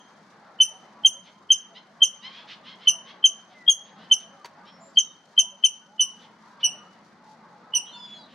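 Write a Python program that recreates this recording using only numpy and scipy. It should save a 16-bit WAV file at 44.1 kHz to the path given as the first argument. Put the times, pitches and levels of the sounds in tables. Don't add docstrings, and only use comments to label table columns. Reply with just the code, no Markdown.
import sys
import numpy as np
from scipy import signal
from scipy.fft import rfft, irfft, next_fast_len
from scipy.io import wavfile
from scipy.ndimage import uniform_filter1d, map_coordinates

SR = 44100
rng = np.random.default_rng(int(sys.argv[2]) if len(sys.argv) > 2 else 0)


def dump(signal):
    limited = np.clip(np.atleast_2d(signal).T, -1, 1)
    pcm = np.round(limited * 32767).astype(np.int16)
    wavfile.write(sys.argv[1], SR, pcm)


N = 367794

# (frequency [Hz], level [dB])
RUSH_COLOUR = [(100, -37.5), (300, -7), (520, -1), (950, 2.5), (1400, -1), (2000, -6.5), (2700, -17),
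               (4500, -17), (7000, -36), (16000, -70)]


def amp(db):
    return 10 ** (np.asarray(db) / 20)


def unit(x):
    return x / np.sqrt(np.mean(x ** 2) + 1e-20)


def along(points, hz):
    frequencies, values = np.transpose(points)
    return np.interp(np.log(hz + 1), np.log(frequencies + 1), values)


def wobble(rate, size):
    values = rng.standard_normal(int(size * rate / SR) + 4)
    return map_coordinates(values, [np.arange(size) * rate / SR])


def filtered(x, response):
    n = x.shape[-1]
    padded = next_fast_len(n + 8192)
    return irfft(rfft(x, padded) * response(np.fft.rfftfreq(padded, 1 / SR)), padded)[..., :n]


def noise(colour, size):
    return unit(filtered(rng.standard_normal(size), lambda hz: amp(along(colour, hz))))


def add(track, start, sound):
    i = round(start * SR)
    sound, i = sound[..., max(-i, 0):], max(i, 0)
    track[:, i:i + sound.shape[-1]] += sound[..., :max(N - i, 0)]


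def panned(x, pan_db):
    return x * amp([[pan_db / 2], [-pan_db / 2]])


def arch(u, top_hz, crest=0.48, creep=0.018, fall=0.23, deepest=0.17, jitter=0.0026):
    drop = creep * np.clip(1 - u / crest, 0, 1) ** 2
    drop += deepest * np.tanh(fall * np.maximum(u - crest, 0) ** 2.85 / deepest)
    pitch = top_hz * (1 - drop) * (1 + jitter * (1 + 55 * drop) * wobble(900, len(u)))
    phase = 2 * np.pi * np.cumsum(pitch) / SR
    strength = amp(np.minimum(45 * drop, 5) * wobble(600, len(u)))
    spill = amp(60 * np.minimum(drop, .12))
    return phase, strength, spill


def swell(u, start, attack, release, loss_db):
    rise = np.sin(np.pi / 2 * np.clip((u - start) / attack, 0, 1)) ** 2
    return rise * amp(-loss_db * np.maximum(u - release, 0) ** 2)


def rail(second_db=-12.5, second_pan_db=-3, beat_hz=121, beat_db=-29.5, rasp_db=-46):
    # (overtone start [s],
    # length [s], base tone lead [s], top pitch [Hz], strength [dB], 3rd harmonic [dB], pan [dB])
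    chips = [(-.19, 0.031, .011, 3222, 4.5, -25.5, 0), (0.6091, 0.028, 0.011, 3071, -6, -25, 0),
             (1.056, 0.0256, 0.011, 3170, -1.5, -24.5, -1.5), (1.512, 0.0236, 0.0116, 3147, -5, -30.5, 1.3),
             (2.0263, 0.026, 0.0113, 3144, -4, -29, .5), (2.8769, 0.026, 0.0087, 3064, -7.5, -27, -0.5),
             (3.249, 0.027, 0.0118, 3146, -4, -31, 1.5), (3.6914, 0.03, 0.0168, 3273, -4.5, -30, 4.5),
             (4.1186, 0.024, 0.0095, 3101, -5.5, -28, -0.6), (4.981, 0.024, 0.0126, 3141, -5, -37.5, 2),
             (5.3865, 0.0242, 0.0121, 3128, -6, -30, 1.3), (5.6431, 0.0229, 0.0082, 3104, -6.5, -28, 5.3),
             (6.0025, 0.026, 0.012, 3044, -13, -28, -3.1), (6.6387, 0.027, 0.012, 2978, -19, -31, 1),
             (7.7458, 0.028, 0.014, 2991, -19, -28.5, -3.5)]
    # (frequency [Hz], level [dB])
    breath_colour = [(800, -13.5), (3000, -7), (5000, 1.5), (8000, -11), (15000, -17.5)]
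    out = np.zeros((2, N))
    t = np.arange(-SR // 25, SR // 12) / SR
    base_shift, second_shift, upper_shift = np.multiply.outer((0.14, 0.31, 1.3), [[.5], [-.5]])
    for start, length, lead, top_hz, db, third_db, pan_db in chips:
        u = (t + lead) / length
        phase, strength, base_spill = arch(u, top_hz)
        catch = amp(-30) * np.exp(-((u + 0.18) / 0.14) ** 2)
        body = swell(u, start=0.043, attack=0.306, release=0.7921, loss_db=110.5)
        base_swell = strength * (body + catch)
        base = base_swell * np.sin(phase + base_shift)
        beat = amp(beat_db) * base_swell * np.sin(phase + 2 * np.pi * (beat_hz * t + rng.random()))

        u = t / length
        phase, strength, high_spill = arch(u, top_hz)
        high_swell = strength * swell(u, start=0.0255, attack=0.3142, release=0.8, loss_db=87)
        second = amp(second_db + 0.19 * db) * high_swell * np.sin(2 * phase + second_shift)
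        upper = sum(amp(level + 2 * wobble(400, len(t))) * np.sin(k * phase + upper_shift)
                    for k, level in [(3, 0), (4, -18), (5, -28)])
        upper *= amp(third_db) * high_swell ** 1.4
        rasp = amp(rasp_db + 0.13 * db) * (base_swell + high_swell) / 2 * noise(breath_colour, len(t))
        chip = panned(amp(db) * base + beat + rasp, pan_db) + panned(second, second_pan_db) + upper
        add(out, start + t[0], chip)

        low = amp(0.058 * db) * base_spill * base[0]
        high = np.sqrt(high_spill) * (second[0] + amp(4) * upper[0])
        add(out, start + t[0], stem_echoes(amp(-23) * low + amp(-15) * high))
        add(out, start + t[0], reed_echo(amp(-22) * low + amp(-13) * high))
    return out


def stem_echoes(x, count=7):
    out = np.zeros((2, len(x)))
    for late, gain, skew in rng.random((count, 3)):
        for channel, offset in enumerate([0, skew - .5]):
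            delay = max(round((0.006 + .024 * late) * SR + 4 * offset), 1)
            out[channel, delay:] += (1 - late / 2) * (.5 + gain) * x[:-delay]
    return out / np.sqrt(count)


def reed_echo(x, near_db=6, near_fade_s=0.11, far_db=-27, far_fade_s=1.0, width=0.56):
    # (frequency [Hz], time to fade by 60 dB [s])
    fade_times = [(1000, 1), (3100, 0.34), (6200, 0.33), (9300, 0.23), (14000, 0.22)]
    hz, t, spectra = signal.stft(rng.standard_normal((2, SR)), SR, nperseg=256)
    near = amp(near_db - 60 * t / near_fade_s)
    tail = amp(-60 * t / along(fade_times, hz)[:, None])
    far = amp(far_db - 60 * t / far_fade_s) / (1 + (hz[:, None] / 6500) ** 4)
    echo = signal.istft(spectra * (near + tail + far), SR, nperseg=256)[1]
    echo *= np.clip(np.arange(echo.shape[1]) / SR / 0.0065, 0, 1) ** 2
    mid, side = echo / np.linalg.norm(echo[0])
    return signal.fftconvolve(x[None], np.array([mid + width * side, mid - width * side]), axes=1)


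def patchy_noise(colour, patchy_db):
    # (frequency [Hz], likeness [0-1])
    likeness = [(50, 0.78), (150, 1), (500, 0.89), (1200, 0.77), (5000, 0.32)]
    hz, _, spectra = signal.stft(rng.standard_normal((2, N)), SR, nperseg=1024)
    patches = uniform_filter1d(rng.standard_normal(spectra.shape[1:]), size=4, axis=0)
    patches = unit(uniform_filter1d(patches, size=5, axis=1))
    spectra *= amp(patchy_db * patches / (1 + (hz[:, None] / 3000) ** 2))
    pair = signal.istft(spectra, nperseg=1024)[1][:, :N]

    def mid_and_side(hz):
        angle = np.arccos(np.clip(along(likeness, hz), -1, 1)) / 2
        return amp(along(colour, hz)) * [np.cos(angle), np.sin(angle)]

    mid, side = filtered(pair, mid_and_side)
    return unit(np.array([mid + side, mid - side]))


def air(rumble_boost_db=1, leaves_db=-70, flutter_db=0.9, rustle_db=2.2):
    # (time [s], rumble level [dB], rush level [dB])
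    levels = [(0, -61, -55.5), (.9, -60.5, -53.5), (1.25, -60, -57.5), (1.7, -62.5, -57.5),
              (2.2, -61, -54.5), (2.55, -59.5, -53.5), (3.2, -61.5, -53.5), (3.75, -63.5, -57.5),
              (4.04, -57.5, -51), (4.25, -58.5, -56.5), (4.75, -60, -54), (5.3, -64, -59.5),
              (5.95, -64, -61), (6.25, -60, -56), (6.62, -60, -54), (7.15, -59, -56), (7.75, -61.5, -54.5),
              (8.34, -58, -55.5)]
    # (frequency [Hz], level [dB])
    rumble_colour = [(25, -27.5), (70, -28), (100, -15.5), (140, -8.5), (175, 0.5), (215, 3), (260, -4.5),
                     (400, -13.5), (700, -27), (2000, -62)]
    leaf_colour = [(1500, -23), (2800, -4.5), (4500, 0), (6300, -2), (8000, -13), (11000, -20),
                   (16000, -37)]
    times, *columns = np.transpose(levels)
    rumble_db, rush_db = [np.interp(np.arange(N) / SR, times, column) for column in columns]
    rumble_db += rumble_boost_db
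    rumble = amp(rumble_db + flutter_db * wobble(11, N)) * patchy_noise(rumble_colour, patchy_db=0.93)
    rush = amp(rush_db + flutter_db * wobble(18, N)) * patchy_noise(RUSH_COLOUR, patchy_db=2.4)
    rustle = wobble(10, N) + wobble(120, N)
    leaves = amp(leaves_db + rustle_db * rustle) * patchy_noise(leaf_colour, patchy_db=3.5)
    return panned(rumble + rush + leaves, pan_db=1.1)


def yelps(count=110, level_db=-58, spread_db=2, centre_hz=950, echo_db=-6):
    out = np.zeros((2, N))
    starts = rng.random(count) * N / SR
    traits = np.clip(rng.standard_normal((count, 4)), -1.6, 1.6)
    for start, (pitch, loudness, stretch, glide) in zip(starts, traits):
        half_length = 0.05 * np.exp(0.42 * stretch)
        u = np.arange(-1, 1, 1 / (half_length * SR))
        hz = centre_hz * np.exp(.33 * pitch + .06 * glide * u - .04 * u ** 2 + .014 * wobble(250, len(u)))
        yelp = np.cos(np.pi / 2 * u) ** 2 * np.sin(2 * np.pi * np.cumsum(hz) / SR)
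        add(out, start, amp(level_db + spread_db * loudness + along(RUSH_COLOUR, hz)) * yelp)
    return out + amp(echo_db) * reed_echo(out[0])[:, :N]


def squawks(echo_db=-6, rise=0.1, droop=0.046, jitter=0.0054):
    # (middle [s], half length [s], pitch [Hz], level [dB], roughness [1 or more: all noise])
    calls = [(1.273, .05, 1050, -52, 0.64), (1.77, .035, 1011, -45, 0.26), (2.259, .052, 1027, -38.5, 0.16),
             (2.367, 0.12, 826, -46.5, 0.56), (2.513, 0.062, 904, -42.5, 1.07),
             (2.686, 0.066, 1050, -45.5, 0.67), (2.732, 0.037, 1047, -50.5, 0.14),
             (2.84, 0.073, 1063, -50, 0.55), (3.097, .06, 1075, -48.5, 0.7),
             (3.529, .07, 1038, -61.5, 1.15), (3.879, 0.058, 932, -57, 0.7),
             (4.027, 0.092, 996, -55.5, 0.63), (4.216, .05, 1002, -56, 1), (4.684, .05, 800, -54.5, 0.54),
             (6.232, 0.068, 997, -56.5, 0.8), (6.615, .025, 1178, -49, 0.75), (8.118, 0.12, 1107, -57, 1),
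             (8.322, 0.081, 1010, -58, 0.8)]
    # (frequency [Hz], level [dB])
    throat = [(500, -24), (1300, -3.5), (2100, 1), (2600, 0.5), (3200, 8), (4300, -1), (5300, -7.5),
              (6500, -20), (9000, -47), (14000, -53.5)]
    out = np.zeros((2, N))
    for middle, half_length, pitch_hz, db, rough in calls:
        u = np.arange(-half_length, half_length, 1 / SR) / half_length
        rough = np.clip(rough, 0, 1)
        pitch = pitch_hz * (1 + rise * u - droop * u ** 2 + jitter * wobble(500, len(u)))
        phase = 2 * np.pi * np.cumsum(pitch) / SR
        voice = unit(sum(amp(along(throat, k * pitch)) ** 1.2 * np.sin(k * phase) for k in range(1, 9)))
        call = np.sqrt(1 - rough) * voice + np.sqrt(rough) * noise(throat, len(u))
        call *= amp(db) * np.cos(np.pi / 2 * u) ** 2.4
        add(out, middle - half_length, call)
        add(out, middle - half_length, amp(echo_db) * reed_echo(call))
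    return out


def whistles(echo_db=-7, octave_db=-22, clear_db=-47, scoop_s=0.01, attack_s=0.021, release_s=0.039):
    # (start [s], length [s], pitch [Hz], offset at the start [Hz], glide [Hz/s], level [dB])
    notes = [(3.531, 0.15, 2140, -200, -1800, -55), (4.653, 0.16, 5424, 56, -200, -63),
             (4.798, .115, 7210, -120, 1396, -60), (4.937, 0.054, 4800, 0, -11000, -55.5),
             (5.01, 0.15, 3730, 354, -200, -63.5), (7.853, 0.13, 3620, 0, 6997, -58.5),
             (7.858, 0.081, 3360, 0, -5000, -48.5), (7.918, 0.29, 3533, 350, -650, -46.5),
             (7.934, 0.065, 2850, 0, -2800, -56), (7.936, 0.049, 4340, -4, 1000, -49.5),
             (7.96, 0.14, 5130, -350, -2500, -56), (8.139, 0.147, 4290, -9.5, -4500, -56.5),
             (8.172, 0.074, 4860, 3, -4000, -56), (8.216, 0.078, 4130, 400.5, -2500, -58.5)]
    out = np.zeros((2, N))
    for start, length, pitch_hz, scoop_hz, glide, db in notes:
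        t = np.arange(0, length, 1 / SR)
        hoarse = np.clip(amp(clear_db - db), 1, 4)
        pitch = pitch_hz + scoop_hz * np.exp(-t / scoop_s) + glide * t
        pitch *= 1 + 0.0036 * hoarse * wobble(900, len(t))
        phase = 2 * np.pi * np.cumsum(pitch) / SR
        tone = unit(np.sin(phase) + amp(octave_db) / hoarse * np.sin(2 * phase))
        shape = np.minimum(t / attack_s, 1) * np.minimum((length - t) / release_s, 1)
        note = tone * shape * amp(db + wobble(90, len(t)))
        add(out, start, note)
        add(out, start, amp(echo_db) * reed_echo(note))
    return out


def snap(crack_fade_s=0.045, crack_db=-8, ring_db=-10, echo_db=-14, attack_s=0.001605):
    # (time [s], level [dB], extra ring [dB], treble tilt [dB per octave])
    steps = [(4.445, -27.5, 4.5, -4.5), (4.455, -28.5, -17.5, -0.5)]
    # (frequency [Hz], level [dB], time to fade by 60 dB [s])
    stem_tones = [(961, -1.5, 0.052), (3030, -15, 0.04), (4574, -2.5, 0.042), (6310, -5, 0.02),
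                  (8330, -18.5, .015)]
    # (frequency [Hz], level [dB])
    crack_colour = [(200, -13.5), (900, 7.5), (2500, 3), (6000, 0.5), (9000, -11), (15000, -18.5)]
    out = np.zeros((2, N))
    t = np.arange(SR // 8) / SR
    ring = sum(amp(db - 60 * t / fade_s) * np.sin(2 * np.pi * hz * t) for hz, db, fade_s in stem_tones)
    for start, db, extra_db, tilt_db in steps:
        fibres = noise([(hz, level + tilt_db * np.log2(hz)) for hz, level in crack_colour], len(t))
        crack = amp(crack_db - 60 * t / crack_fade_s) * fibres
        hit = amp(db) * (1 - np.exp(-t / attack_s)) * (crack + amp(ring_db + extra_db) * ring)
        add(out, start, hit)
        add(out, start, amp(echo_db) * reed_echo(hit))
    return out


def limiter(x, ceiling=0.55, release_s=0.13):
    over_db = 20 * np.log10(np.maximum(np.abs(x).max(axis=0) / ceiling, 1))
    recovery = np.exp(-np.arange(N) / SR / release_s)
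    held_db = np.maximum.accumulate(over_db / recovery) * recovery
    return x * amp(-uniform_filter1d(held_db, size=300))


def scene():
    return rail() + air() + yelps() + squawks() + whistles() + snap()


def record(dry, lopsided=0.0067, top_hz=15900):
    return filtered(limiter(dry + lopsided * dry ** 2), lambda hz: hz < top_hz)


dry = scene()
out = record(dry)
dump(out)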